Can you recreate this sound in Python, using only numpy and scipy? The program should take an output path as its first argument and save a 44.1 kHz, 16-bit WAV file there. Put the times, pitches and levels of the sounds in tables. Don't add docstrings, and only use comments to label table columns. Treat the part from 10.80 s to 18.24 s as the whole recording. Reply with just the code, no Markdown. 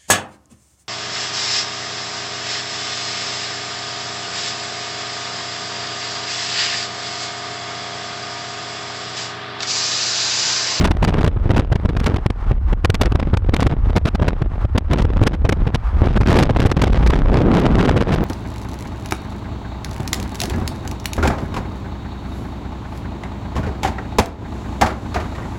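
import sys
import numpy as np
from scipy import signal
from scipy.fft import rfft, irfft
from scipy.io import wavfile
from scipy.ndimage import uniform_filter1d

SR = 44100
rng = np.random.default_rng(int(sys.argv[2]) if len(sys.argv) > 2 else 0)


def bounce(signal):
    frames = np.transpose(np.atleast_2d(signal))
    limited = np.clip(frames, -1, 1)
    pcm = np.round(limited * 32767).astype(np.int16)
    wavfile.write(sys.argv[1], SR, pcm)


N = 328104

# middle of the rise in seconds, tearing level in dB, thump level in dB,
# nominal length in seconds.
GUSTS = [(0.0097, -32, -28, 0.024), (0.041, -24.5, -16, 0.026), (0.073, -22.5, -31, 0.005),
         (0.108, -26, -9.5, 0.014), (0.168, -43, -16, 0.0053), (0.2264, -23, -6, 0.0086),
         (0.239, -22.5, -21.5, 0.018), (0.274, -30, -17, 0.025), (0.355, -57, -19, 0.02),
         (0.3817, -33.5, -10, 0.014), (0.408, -37, -16, .015), (0.443, -24, -1.5, 0.012),
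         (0.462, -26, -14, .006), (0.476, -26, -6.5, 0.0075), (0.566, -62, -11, 0.012),
         (0.66, -56, -6, 0.0057), (0.705, -27, 0.5, 0.016), (0.7456, -38, -11, 0.008),
         (0.7617, -31.5, -14, 0.025), (0.794, -20, -0.5, 0.0095), (0.92, -33, -7, 0.015),
         (0.956, -29.5, -13.5, .009), (1.0535, -30.5, -3, 0.009), (1.089, -41.5, -14, 0.015),
         (1.165, -33.5, -18, 0.011), (1.197, -31, -35, 0.0098), (1.235, -32, -34, 0.012),
         (1.2602, -21, -24, 0.013), (1.3414, -38.5, -8.5, 0.0064), (1.36, -37.5, -20, 0.014),
         (1.463, -21.5, -1.5, 0.005), (1.5029, -28.5, -13, 0.0043), (1.715, -37, -2, 0.0064),
         (1.928, -37, -9, 0.011), (2.0457, -26.5, -10, 0.015), (2.1, -11.5, -3, 0.005),
         (2.1419, -28, -26, 0.015), (2.2122, -13, -9.5, .013), (2.232, -29, -13, 0.0074),
         (2.2572, -21.5, -22, 0.0051), (2.321, -31.5, -9, 0.0062), (2.3536, -25.5, -2.5, 0.0093),
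         (2.3958, -30.5, -22, 0.0094), (2.537, -35, -2, 0.015), (2.572, -18.5, -12, 0.0026),
         (2.6918, -33.5, -4.5, 0.0073), (2.737, -21, -7.5, 0.012), (2.7643, -19, -26, 0.0048),
         (2.8036, -26.5, -40, .013), (2.8273, -24, -19, 0.005), (2.865, -25, -3, .012),
         (2.919, -44.5, -16, 0.014), (3.102, -40, -12.5, 0.0054), (3.154, -43, -12, 0.006),
         (3.162, -24.5, -8, 0.024), (3.255, -15.5, -9, 0.0057), (3.262, -38, -18.5, 0.033),
         (3.348, -29, -13.5, 0.011), (3.419, -34.5, -2.5, 0.015), (3.48, -24.5, -11.5, 0.011),
         (3.619, -40, -9.5, 0.01), (3.85, -33, -8.5, 0.0041), (3.953, -44.5, -5.5, 0.016),
         (3.977, -23, -18, .011), (4.11, -43, -8, 0.019), (4.1296, -25, -21, .012),
         (4.1802, -36, -22, 0.032), (4.2173, -32.5, -22, .012), (4.25, -26, -7, 0.0058),
         (4.419, -38, 6.5, 0.0066), (4.428, -21.5, 3, 0.013), (4.4651, -26, -13, .017),
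         (4.5312, -42.5, -21.5, 0.024), (4.649, -31, -5, 0.012), (4.691, -21.5, -9.5, 0.01),
         (4.723, -25.5, -13, .01), (4.8697, -40, -9, 0.012), (4.9425, -31.5, -15, 0.02),
         (5.222, -46, 6.5, 0.025), (5.2686, -36.5, -8, 0.0085), (5.3595, -32, -7.5, 0.021),
         (5.4075, -27.5, -4, .014), (5.47, -33, -20, 0.0073), (5.4822, -33, -20, .012),
         (5.499, -17, 0, 0.015), (5.526, -24, -4, .008), (5.556, -24, -6, 0.026),
         (5.5852, -20, -6.5, 0.017), (5.6242, -17, -9, 0.015), (5.707, -19, -5, 0.0033),
         (5.766, -24.5, -8, 0.0087), (5.8, -21, -3.5, 0.0089), (5.824, -33, -19, 0.0092),
         (5.8586, -17.5, 6.5, 0.016), (5.9, -26, -16, 0.0033), (5.914, -22.5, -14.5, 0.012),
         (5.967, -26, -13, 0.0063), (6.016, -25.5, -15, 0.013), (6.0363, -27, -10, 0.011),
         (6.07, -34, -10.5, 0.0059), (6.129, -30, -39, 0.0061), (6.262, -25, -33, 0.023),
         (6.3006, -23, 0.5, .011), (6.3424, -31, -18, 0.0051), (6.767, -42, -11.5, 0.045),
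         (6.983, -33, -4, 0.053), (7.1632, -28, -9, 0.019), (7.206, -32, -10.5, 0.01),
         (7.3174, -32.5, -21.5, 0.059)]
# start of full strength in seconds, its length in seconds, flow level in dB.
FLURRIES = [(0.0, 0.017, -16.5), (0.246, .2, -23), (0.674, 0.14, -22.5), (1.043, 0.077, -27.5),
            (1.2, 0.089, -23.5), (1.667, 0.083, -32.5), (2.244, 0.25, -26), (2.734, 0.14, -22),
            (3.08, 0.021, -30.5), (3.42, 0.16, -27), (3.752, 0.029, -36.5), (4.117, 0.36, -25.5),
            (4.687, 0.22, -28), (5.26, 0.052, -17), (5.503, 0.085, -12), (5.754, .12, -19),
            (6.005, 0.16, -16.5), (6.253, 0.1, -18.5), (6.508, .18, -17), (6.727, 0.18, -14),
            (7.002, 0.065, -13), (7.166, 0.19, -18.5)]
# frequency in Hz, relative density in dB per Hz.
EDDY_SPECTRUM = [(60, -37), (130, 13.5), (300, -3.5), (600, -13), (1500, -26), (4000, -43)]
# frequency in Hz, relative density in dB per Hz.
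TEAR_SPECTRUM = [(700, -5), (1500, -2), (2900, -4), (5000, -8.5), (8000, -20.5), (12000, -28.5),
                 (15000, -37)]
# frequency in Hz, relative density in dB per Hz.
WAKE_SPECTRUM = [(70, -22), (130, 3.5), (300, -2), (700, -13.5), (1600, -28), (4000, -45.5)]
# time in seconds, level in dB.
WAKE_LEVEL = [(0, -68.5), (6.2, -53), (6.52, -18), (6.85, -18.5), (7.1, -24), (7.25, -31), (7.44, -25.5)]
# frequency in Hz, relative density in dB per Hz.
RUMBLE_SPECTRUM = [(12, -44), (22, 0.5), (40, 2.5), (66, 0.5), (100, -4.5), (140, -38.5), (250, -29.5)]
# time in seconds, level in dB.
RUMBLE_LEVEL = [(0, -15), (0.6, -15.5), (1.05, -16), (1.3, -18), (1.5, -22), (1.9, -12), (2.0, -18),
                (2.3, -14.5), (3.1, -15.5), (3.65, -19), (4.05, -18), (4.25, -14), (5.12, -19.5),
                (5.3, -8.5), (5.9, -15.5), (6.35, -7), (6.55, -16), (7.1, -15), (7.44, -25)]
# frequency in Hz, relative density in dB per Hz.
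TYRE_SPECTRUM = [(100, 3), (250, -17), (600, -8), (800, -1), (950, -3), (1170, -2), (1500, -7.5),
                 (2500, -19), (5000, -31), (10000, -45.5), (15000, -52)]
# time in seconds, level in dB.
TYRE_LEVEL = [(0, -38), (4.5, -42), (5.2, -39), (7.44, -36)]

RISE_S, FALL_DB_PER_S = 0.0046, 4300.0
BODY_DB, TEAR_SHARE = 5.5, 0.41
SNAP_SHARE, SNAP_SPEED_RATIO = 0.54, 3.14
SWELL_DB_PER_S, EBB_DB_PER_S, LULL_DB = 161, 114.5, -42.5
MEAN_FLOW_DB = -23.5
FIZZ_DB, FIZZ_DB_PER_DB = -47.5, 1.72
QUICK_DB, QUICK_DB_PER_DB, QUICK_HZ = -9, 0.31, 260
LUMP_CAP_SD = 2.1
LUMP_DEPTH_SLOPE = -0.0099
EDGE_HZ = 15400


def gain_of(db):
    return 10 ** (np.asarray(db) / 20)


def evened(x):
    return x / np.sqrt(np.mean(x ** 2) + 1e-20)


def coloured(x, spectrum):
    point_hz, point_db = np.transpose(spectrum)
    hz = np.fft.rfftfreq(N, 1 / SR)
    filter_db = np.interp(np.log(hz + 1), np.log(point_hz + 1), point_db, -90, -90)
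    return evened(irfft(rfft(x) * gain_of(filter_db), N))


def wander(corner_hz):
    hz = np.fft.rfftfreq(N, 1 / SR)
    return evened(irfft(rfft(rng.standard_normal(N)) / (1 + (hz / corner_hz) ** 2), N))


def level_curve(rows):
    time_s, level_db = np.transpose(rows)
    return gain_of(np.interp(np.arange(N) / SR, time_s, level_db))


def highpass(x, corner_hz):
    return signal.sosfilt(signal.butter(2, corner_hz, "high", fs=SR, output="sos"), x)


def peak_hold(level_db, recovery_db_per_s):
    ramp_db = np.arange(N) * recovery_db_per_s / SR
    return np.maximum.accumulate(level_db + ramp_db) - ramp_db


def membrane_flips(corner_hz):
    travel = np.tanh(11.1 * wander(corner_hz))
    return irfft(rfft(travel) * np.fft.rfftfreq(N), N)


def torn(flips, level):
    tear = coloured(flips, TEAR_SPECTRUM)
    top_gain = (level / gain_of(-43.5)) ** 0.17 - 1
    return level * (tear + highpass(tear, 5000) * top_gain)


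def gust_shape(levels_db):
    out = np.zeros(N + SR)
    t = np.arange(1500) / SR
    rise = np.minimum(t / RISE_S, 1) ** 2
    for (mid_s, _, _, length_s), db in zip(GUSTS, levels_db):
        fall = gain_of(-np.maximum(t - 0.87 * length_s, 0) * FALL_DB_PER_S)
        at = round((mid_s - RISE_S / 2) * SR)
        out[at:at + len(t)] += gain_of(db) * rise * fall
    return out[:N]


def gusts():
    flips = membrane_flips(1000)
    _, tear_db, thump_db, _ = np.transpose(GUSTS)
    body_db = BODY_DB + TEAR_SHARE * tear_db + (1 - TEAR_SHARE) * thump_db
    body = coloured(flips, EDDY_SPECTRUM) * gust_shape(body_db)
    raggedness = evened(gain_of(5.1 * np.minimum(wander(320), 1.3)))
    return body + torn(flips, gust_shape(tear_db) * raggedness)


def thumps():
    out = np.zeros(N + SR)
    t = np.arange(2000) / SR
    for (mid_s, _, db, _), chance in zip(GUSTS, rng.random(len(GUSTS))):
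        cycles = t * 75 * (1 + 0.57 * chance)
        swing = np.sin(2 * np.pi * cycles) * cycles ** 0.55 * np.exp(-2.2 * cycles)
        snap = np.sin(2 * np.pi * SNAP_SPEED_RATIO * cycles) * np.exp(-4.0 * cycles)
        thump = swing / abs(swing).max() + SNAP_SHARE * snap
        at = max(round((mid_s - .003) * SR), 0)
        out[at:at + len(t)] += gain_of(db) * thump
    return out[:N]


def airflow_db():
    t = np.arange(0, N, 100) / SR
    start_s, length_s, full_db = np.transpose(FLURRIES)[:, :, None]
    swell_db = SWELL_DB_PER_S * np.maximum(start_s - t, 0)
    ebb_db = EBB_DB_PER_S * np.maximum(t - start_s - length_s, 0)
    strongest_db = (full_db - swell_db - ebb_db).max(axis=0)
    return np.interp(np.arange(N) / SR, t, np.maximum(strongest_db, LULL_DB))


def flutter():
    flips = membrane_flips(375)
    flow_db = airflow_db()
    excess_db = flow_db - MEAN_FLOW_DB
    lump_depth = np.clip(1.5 + LUMP_DEPTH_SLOPE * excess_db, .3, 1.05)
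    lumps = np.minimum(wander(102), LUMP_CAP_SD) * lump_depth
    eddies = coloured(flips, EDDY_SPECTRUM)
    eddies = eddies + highpass(eddies, QUICK_HZ) * gain_of(QUICK_DB + QUICK_DB_PER_DB * excess_db)
    body = eddies * evened(gain_of(8.1 * lumps)) * gain_of(flow_db)
    fine_lumps = np.minimum(wander(210), LUMP_CAP_SD)
    fizz_lumps = evened(gain_of(7.5 * lumps + 5.5 * fine_lumps))
    return body + torn(flips, fizz_lumps * gain_of(FIZZ_DB + FIZZ_DB_PER_DB * excess_db))


def wake():
    surge = coloured(membrane_flips(224), WAKE_SPECTRUM) * evened(gain_of(3.4 * wander(30)))
    return surge * level_curve(WAKE_LEVEL)


def rumble():
    swing = coloured(rng.standard_normal(N), RUMBLE_SPECTRUM) * gain_of(0.98 * wander(57))
    return evened(swing) * level_curve(RUMBLE_LEVEL)


def tyres():
    roar = coloured(rng.standard_normal(N), TYRE_SPECTRUM) * gain_of(2.9 * wander(21))
    return roar * level_curve(TYRE_LEVEL)


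def after_gust_db():
    thump_db = np.transpose(GUSTS)[2]
    gust_db = 20 * np.log10(gust_shape(thump_db) + 1e-6)
    over_db = np.maximum(peak_hold(gust_db, 131.5) + 29.0, 0)
    return uniform_filter1d(over_db, 300)


def scene():
    sunk_db = after_gust_db()
    wind = gusts() + flutter() + wake() + rumble() * gain_of(-.4 * sunk_db)
    wind = 0.52 * np.tanh(wind / 0.54)
    return (wind + thumps() + tyres() * gain_of(-.8 * sunk_db))[None]


def record(dry):
    cut = highpass(dry, 16)
    peak_db = 20 * np.log10(abs(cut[0]) + 1e-6)
    over_db = np.maximum(peak_hold(peak_db, 540.0) + 11.0, 0)
    lag = np.exp(-1 / (0.0015 * SR))
    reduction_db = .9 * signal.lfilter([1 - lag], [1, -lag], over_db)
    held = cut / gain_of(reduction_db)
    squashed = 1.183 * np.tanh(held / 0.8)
    band_limit = signal.firwin(511, EDGE_HZ, window=("kaiser", 9), fs=SR)
    return signal.oaconvolve(squashed, band_limit[None], "same")


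dry = scene()
out = record(dry)
bounce(out)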